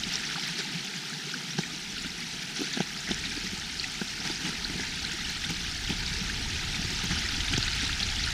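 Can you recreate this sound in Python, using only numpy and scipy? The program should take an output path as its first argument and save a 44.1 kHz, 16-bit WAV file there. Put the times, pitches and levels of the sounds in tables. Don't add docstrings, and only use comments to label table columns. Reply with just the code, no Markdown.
import sys
import numpy as np
from scipy import signal
from scipy.fft import rfft, irfft, next_fast_len
from scipy.io import wavfile
from scipy.ndimage import uniform_filter1d, map_coordinates

SR = 44100
rng = np.random.default_rng(int(sys.argv[2]) if len(sys.argv) > 2 else 0)


def decibels_to_gain(level_db):
    exponent = np.asarray(level_db, float) / 20
    return 10 ** exponent


def wav_record(signal):
    frames = np.transpose(np.atleast_2d(signal))
    bounded = np.clip(frames, -1, 1)
    quanta = np.round(bounded * 32767).astype(np.int16)
    wavfile.write(sys.argv[1], SR, quanta)


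N = 367336


def unit(x):
    return x / np.sqrt(np.mean(x ** 2) + 1e-20)


def along(points, hz):
    f, v = np.transpose(points)
    return np.interp(np.log(hz + 1), np.log(f + 1), v, left=-120, right=-120)


def curves(rows):
    s, *cols = np.transpose(rows)
    return [np.interp(np.arange(N) / SR, s, c) for c in cols]


def wobble(rate):
    knots = rng.standard_normal(int(N * rate / SR) + 4)
    return map_coordinates(knots, [np.arange(N) * rate / SR])


def filtered(x, response):
    m = next_fast_len(N + 8192)
    return irfft(rfft(x, m) * response(np.fft.rfftfreq(m, 1 / SR)), m)[..., :N]


def noise(spectrum, patchy_db):
    z = signal.stft(rng.standard_normal(N + 512), nperseg=256)[2]
    field = uniform_filter1d(rng.standard_normal(z.shape), size=5, axis=0)
    field = uniform_filter1d(field, size=3, axis=1)
    x = signal.istft(z * decibels_to_gain(patchy_db * unit(field)), nperseg=256)[1][:N]
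    return unit(filtered(x, lambda hz: decibels_to_gain(along(spectrum, hz))))


def chirps(s, db, hz, cycles, rise, size=400):
    t = np.arange(size) / SR
    u = t * (hz / cycles)[:, None]
    fade = np.cos(np.pi / 2 * t / t[-1])
    shape = (u / 0.33 * np.exp(1 - u / 0.25)) ** 1.18 * fade
    glide = 1 - rise[:, None] / 3 + rise[:, None] * u / 2
    wave = decibels_to_gain(db)[:, None] * shape * np.sin(2 * np.pi * hz[:, None] * t * glide)
    at = np.round(s * SR).astype(int)[:, None] + np.arange(size)
    return np.bincount(at.ravel(), wave.ravel(), N + size + SR)[:N]


def swarm(count, hz, spread, cycles, scatter_db, clump_db, size):
    a, b = rng.random((count, 3)), rng.standard_normal((count, 2))
    crowd = np.cumsum(decibels_to_gain(clump_db * (wobble(28) + .9 * wobble(7))))
    s = np.interp(a[:, 0], crowd / crowd[-1], np.arange(N) / SR)
    db = -scatter_db * np.log(a[:, 1] + 0.017)
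    pitch = np.clip(hz * np.exp(spread * b[:, 0]), 100, SR / 2.6)
    lives = cycles * np.exp(0.44 * b[:, 1])
    return unit(chirps(s, db, pitch, lives, 0.41 * a[:, 2], size=size))


def whiten(x, spectrum):
    f, p = signal.welch(x, SR, nperseg=512)
    floor = 0.00061 * p.max()
    return unit(filtered(x, lambda hz: decibels_to_gain(along(spectrum, hz)) / np.sqrt(np.interp(hz, f, p) + floor)))


# frequency in Hz, level in dB per Hz.
GURGLE = [(90, -13), (135, 1), (170, 1.5), (220, -2.5), (340, -10), (410, -12), (500, -19), (600, -22),
          (730, -17.5), (860, -15.5), (1100, -22), (1250, -18.5), (1600, -42), (2700, -120)]
RUSH = [(680, -25.5), (1150, -17), (1240, -8), (1470, -1.5), (2570, -1), (3920, 0), (5780, -2),
        (8000, -16.5), (10400, -22), (17600, -120)]
SPRAY = [(4120, -8), (7000, -1), (7530, -3), (8670, -1.5), (11500, -10), (14200, -9.5), (15100, -14.5),
         (15600, -28)]


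def creek():
    level = np.hypot(flow(), splashes())
    surge = 0.6 * wobble(14) + 0.75 * wobble(45)

    glugs = swarm(count=700, hz=689.3, spread=0.445, cycles=10.5, scatter_db=2.5, clump_db=2.5, size=1400)
    gurgle = 1.036 * noise(GURGLE, patchy_db=0.0) + 0.44 * whiten(glugs, GURGLE)
    gurgle = filtered(gurgle, housing)
    upper = filtered(gurgle, lambda hz: hz > 565)
    upper_level = level[0] ** .3 * level[1] ** .75 * decibels_to_gain(-1.2)
    gurgle = decibels_to_gain(0.51 * surge) * (level[0] * (gurgle - upper) + upper_level * upper)

    fizz = swarm(count=7000, hz=3506, spread=0.5485, cycles=16.2, scatter_db=3.0, clump_db=2.5, size=500)
    rush = 0.8 * noise(RUSH, patchy_db=1.7) + 0.64 * whiten(fizz, RUSH)
    dull = filtered(rush, lambda hz: 1 / (1 + (hz / 3500) ** 4))
    rush = decibels_to_gain(2 + 0.32 * surge) * (level[1] * dull + level[2] * (rush - dull))

    pops = swarm(count=1500, hz=12500, spread=0.207, cycles=17, scatter_db=2.0, clump_db=2.5, size=160)
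    mist = np.array([noise(SPRAY, patchy_db=1.5), noise(SPRAY, patchy_db=3.0), whiten(pops, SPRAY)])
    return gurgle + rush, level[3] * decibels_to_gain(0.59 * surge + 0.23 * wobble(22)) * mist


# time in seconds, strength in dB, churn of deeper water in dB.
FLOW = [(0.0, -35, -1), (0.39, -34.5, 1), (0.95, -36.5, 1), (1.88, -37.5, 0.5), (3.5, -36, 0),
        (4.03, -35.5, -3.5), (4.5, -35, 1), (5.77, -35, -1.5), (6.03, -33.5, 0.5), (6.54, -34, 0.5),
        (7.07, -32.5, -0.5), (7.82, -31.5, -1.5), (8.33, -32.5, -1.5)]
# level in dB over the mean strength, dB per dB of strength, dB per dB of churn.
LAYERS = [
    (-9, .5, 1.),
    (-2, 1.16, .3),
    (-3.5, 0.88, -.2),
    (-18.5, 0.3, .05),
]


def flow():
    strength_db, churn_db = curves(FLOW)
    over_db, grows, churns = np.transpose(LAYERS)[:, :, None]
    mean_db = strength_db.mean()
    return decibels_to_gain(mean_db + over_db + grows * (strength_db - mean_db) + churns * churn_db)


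# start in seconds, peak in dB, length in seconds, low slosh in dB.
SPLASHES = [(0.064, -19, .046, -7), (0.115, -17, .059, -13), (0.575, -13, .062, -9),
            (0.845, -23, 0.032, -6), (1.577, -15.5, 0.044, -5), (2.416, -17, .029, -27),
            (2.553, -15, 0.086, -16), (2.618, -19.5, 0.049, 1), (3.095, -16.5, 0.066, -3),
            (3.238, -18.5, 0.059, -23), (4.182, -28, .07, 5), (4.227, -15, 0.16, -6),
            (4.402, -20, 0.05, -4), (4.439, -16, 0.1, .5), (4.773, -21, .052, -5), (4.801, -19, .049, -7),
            (5.435, -16, 0.039, -11), (5.489, -14.5, 0.054, 1), (5.89, -16.5, 0.052, 2),
            (6.747, -17, .032, -8), (6.887, -19, 0.091, -3), (7.029, -17.5, 0.052, 0.5),
            (7.102, -15, 0.056, -1), (7.4, -13, 0.025, -15), (7.522, -9.5, 0.038, -6),
            (7.5714, -15, 0.011, 0.5), (7.682, -26, .028, -10), (7.815, -16, 0.069, -6.5),
            (8, -14.5, 0.029, -7), (8.24, -17, 0.064, -18)]


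def splashes():
    out, t = np.zeros((4, N + SR)), np.arange(SR // 4) / SR
    for s, db, length, low_db in SPLASHES:
        u = t / (0.23 * max(length, .004))
        layer_db = np.array([[low_db], [-3], [-3], [-22.5]])
        out[:, round(s * SR):][:, :len(t)] += decibels_to_gain(db - 18.5 + layer_db) * u * np.exp(1 - u)
    return out[:, :N]


def snaps():
    grains = swarm(count=400, hz=6000, spread=0.205, cycles=8.1, scatter_db=0.5, clump_db=3, size=120)
    return decibels_to_gain(-18 + curves(FLOW)[0]) * filtered(grains, lambda hz: 1 / (1 + (hz / 8200) ** 6))


# start in seconds, peak in dB, pitch in Hz.
GULPS = [(.2463, -23, 2000), (0.357, -18, 1430), (.378, -26, 845), (.65, -28, 870), (.9368, -24, 2000),
         (1.3394, -18, 1520), (1.584, -18.5, 1650), (1.6344, -17, 2300), (2.771, -22, 1650),
         (2.803, -21.5, 1560), (3.073, -22, 1880), (3.238, -17.5, 2380), (3.4655, -21, 1910),
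         (4.0137, -19.5, 1480), (4.213, -30, 830), (4.798, -18.5, 1960), (4.8324, -18, 2020),
         (5.2488, -17, 2900), (5.875, -15, 3160), (6.296, -15, 1630), (6.5919, -18, 2140),
         (6.7435, -16, 2400), (7.01, -28, 900), (7.289, -22, 1580), (7.531, -17, 1620), (7.678, -18, 1920),
         (7.893, -16, 1740), (7.9047, -17, 2690), (8.286, -19, 1440), (7.481, -19, 2130)]
# start in seconds, peak in dB, pitch in Hz.
BUBBLES = [(.0353, -10, 3770), (.138, -10, 5520), (0.1555, -6.5, 5460), (0.4336, -14.5, 3900),
           (1.586, -19, 4750), (2.7372, -12, 4530), (3.1155, -9.5, 3630), (3.8312, -17, 4600),
           (3.797, -8.5, 4300), (3.841, -12.5, 2550), (4.6463, -8, 4080), (5.0492, -10.5, 4000),
           (5.445, -12, 3500), (5.536, -14, 3910), (5.8995, -11, 3230), (6.063, -12, 4970),
           (3.1444, -14, 5800), (7.288, -10, 5000), (7.405, -12, 3530), (7.4819, -13, 3500),
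           (7.5366, -8.5, 3040), (7.565, -11, 3400), (7.627, -7, 4130), (7.68, -9.5, 3720),
           (7.7337, -12, 4150), (7.9289, -11, 3400), (8.0012, -12.5, 3380), (8.0292, -5.5, 4300),
           (7.577, -9, 6000), (8.238, -8, 4320)]


def bubbles():
    s, db, hz = np.transpose(np.vstack([GULPS, BUBBLES, strays(count=60)]))
    near = rng.random((len(s), 3))
    cycles = np.where(np.arange(len(s)) < len(GULPS), 14.5, 13.5)
    first = chirps(s, db - 8.0, hz, cycles, 0.37 * near[:, 2], size=700)
    later, pitch = s + .004 * near[:, 0], hz * (0.753 + 0.43 * near[:, 1])
    return first + chirps(later, db - 11.0, pitch, cycles, 0.22 * near[:, 2], size=700)


def strays(count):
    a, b = rng.random((count, 2)), rng.standard_normal(count)
    pitch_hz = np.minimum(5000 * np.exp(0.275 * b), 6800)
    return list(zip(a[:, 0] * N / SR, -25 + 4 * a[:, 1], pitch_hz))


# start in seconds, peak in dB, centre in Hz.
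TICKS = [(0.1301, -34, 12170), (0.4728, -31, 12500), (0.5841, -39, 12000), (0.6365, -40, 12300),
         (0.7188, -46, 12700), (0.848, -38, 12000), (0.9787, -41, 12500), (1.5863, -43, 11000),
         (2.4299, -33, 11500), (2.615, -32, 12900), (3.6631, -39, 11000), (4.0477, -42, 11900),
         (5.3009, -37, 12500), (5.4435, -47, 12300), (5.5039, -31, 13900), (5.8162, -39, 12300),
         (5.896, -34, 13400), (6.2337, -37, 12400), (6.6144, -43, 12200), (6.6588, -45, 12900),
         (6.8723, -46, 11500), (6.9311, -38, 12900), (7.0399, -31, 13700), (7.203, -50, 12500),
         (7.215, -42, 12800), (7.2744, -47, 12200), (7.3133, -36, 11900), (7.4435, -43, 12500),
         (7.5792, -37, 11900), (7.7538, -34, 12300)]


def ticks():
    out, t = np.zeros(N + SR), np.arange(SR // 40) / SR
    for s, db, hz in TICKS:
        grit = 0.14 + uniform_filter1d(rng.standard_normal(len(t)), size=16)
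        decay = decibels_to_gain(db + 8.5 - 60 * t / 0.018)
        out[round(s * SR):][:len(t)] += decay * grit * np.sin(2 * np.pi * hz * t)
    return out[:N]


# start in seconds, peak in dB, pitch in Hz, crack in dB.
KNOCKS = [(0.599, -30, 163, -14), (3.087, -27, 232, -9), (1.586, -13, 166, -20), (2.044, -33, 210, -9),
          (2.592, -27, 260, -24), (2.605, -23, 322, -23), (2.615, -19.5, 284, -21),
          (2.771, -18.5, 235, -19), (2.8023, -12, 184, -18.5), (3.109, -18.5, 214, -19),
          (3.375, -28, 274, -21), (3.44, -27, 197, -29), (3.531, -23, 198, -48), (4.0141, -19, 202, -16),
          (4.251, -39, 172, -6), (4.298, -27.5, 314, -13), (4.49, -30, 170, -12), (4.697, -29, 258, -20),
          (4.755, -22.5, 181, -30), (4.793, -28, 260, -15), (5.461, -28, 175, -32),
          (5.501, -26.5, 170, -15), (5.903, -17, 211, -21), (6.845, -26, 131, -16.5),
          (7.035, -26, 196, -19), (7.104, -29, 132, -27), (7.539, -27, 173, -23), (7.577, -18.5, 248, -17)]
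# frequency in Hz, level in dB per Hz.
CRACK = [(260, -24), (450, -16), (837, -5.5), (1100, -27), (1540, -8), (2000, -27), (3430, -15),
         (3810, -34), (4680, -34), (6170, -18), (7000, -28), (9100, -56), (15400, -120)]


def knocks():
    ring, crack, t = np.zeros(N + SR), np.zeros(N + SR), np.arange(SR // 5) / SR
    slab = decibels_to_gain(-8.5) * np.sin(2 * np.pi * 332 * t)
    u = t / 0.00038
    push = u * (2 - u) * np.exp(-u)
    for s, db, hz, crack_db in KNOCKS:
        t60 = 0.026 * (1 + 0.0213 * (-14 - db)) * (hz / 200) ** -.5
        at = round((s + 0.0014) * SR)
        modes = np.sin(2 * np.pi * hz * t) + slab
        ring[at:at + len(t)] += decibels_to_gain(db + 5.5 - 60 * t / t60) * (1 - np.exp(-t / 0.0026)) * modes
        ring[at + 60:at + 60 + len(t)] += decibels_to_gain(db + crack_db + 15) * push
        burst = (1 - np.exp(-t / 0.00095)) * rng.standard_normal(len(t))
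        crack[at:at + len(t)] += decibels_to_gain(db + crack_db + 34 - 60 * t / 0.02) * burst
    return ring[:N] + filtered(crack[:N], lambda hz: decibels_to_gain(along(CRACK, hz)))


# start in seconds, peak in dB, pitch in Hz.
JOLTS = [
    (5.902, -28, 120),
    (6.848, -22, 129),
    (7.105, -26, 125),
    (7.546, -17, 124),
    (7.582, -15, 111),
]


def jolts():
    out, t = np.zeros(N + SR), np.arange(SR // 8) / SR
    t60_s, rise_s = 0.05, 0.0034
    for s, db, hz in JOLTS:
        envelope = decibels_to_gain(db + 1.5 - 60 * t / t60_s) * (1 - np.exp(-t / rise_s))
        out[round(s * SR):][:len(t)] += envelope * np.sin(2 * np.pi * hz * t)
    return out[:N]


# time in seconds, level in dB.
RUMBLE = [(0.0, -48), (0.32, -59.5), (1.48, -67), (1.97, -51), (2.6, -60), (3.06, -53), (3.11, -45),
          (4.38, -51), (4.8, -42), (4.82, -47.5), (6.12, -38.5), (7.35, -38), (7.56, -35), (7.66, -37.5),
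          (8.28, -34.5), (8.33, -39)]
# frequency in Hz, level in dB per Hz.
DEEP = [(8.8, -66), (17, -7), (32, 0), (86, -3.5), (130, -9), (170, -32), (290, -120)]


def rumble():
    return decibels_to_gain(curves(RUMBLE)[0] + 0.86 * wobble(8.1)) * noise(DEEP, patchy_db=0.2)


def housing(hz):
    def notch(centre, width):
        return 1 - .74 * np.exp(-((hz - centre) / width) ** 2)
    return notch(560, 55) * notch(1100, 80) / (1 + (132 / (hz + 1)) ** 18)


def scene():
    water, (shared, other, pops) = creek()
    drops = 0.46 * pops + ticks()
    shared = 0.92 * shared + 0.49 * drops

    def top(hz):
        return hz > 11850
    left = filtered(0.13 * other - 0.063 * shared - 0.36 * drops, top)
    right = filtered(1.25 * other - 0.92 * shared + 0.98 * drops, top)
    close = filtered(bubbles() + knocks(), housing)
    return water + shared + rumble() + jolts() + snaps() + close + np.array([left, right])


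def roll_off(x):
    return signal.sosfilt(signal.butter(12, 15730, fs=SR, output="sos"), x)


def record(dry):
    return roll_off(dry)


dry = scene()
out = record(dry)
wav_record(out)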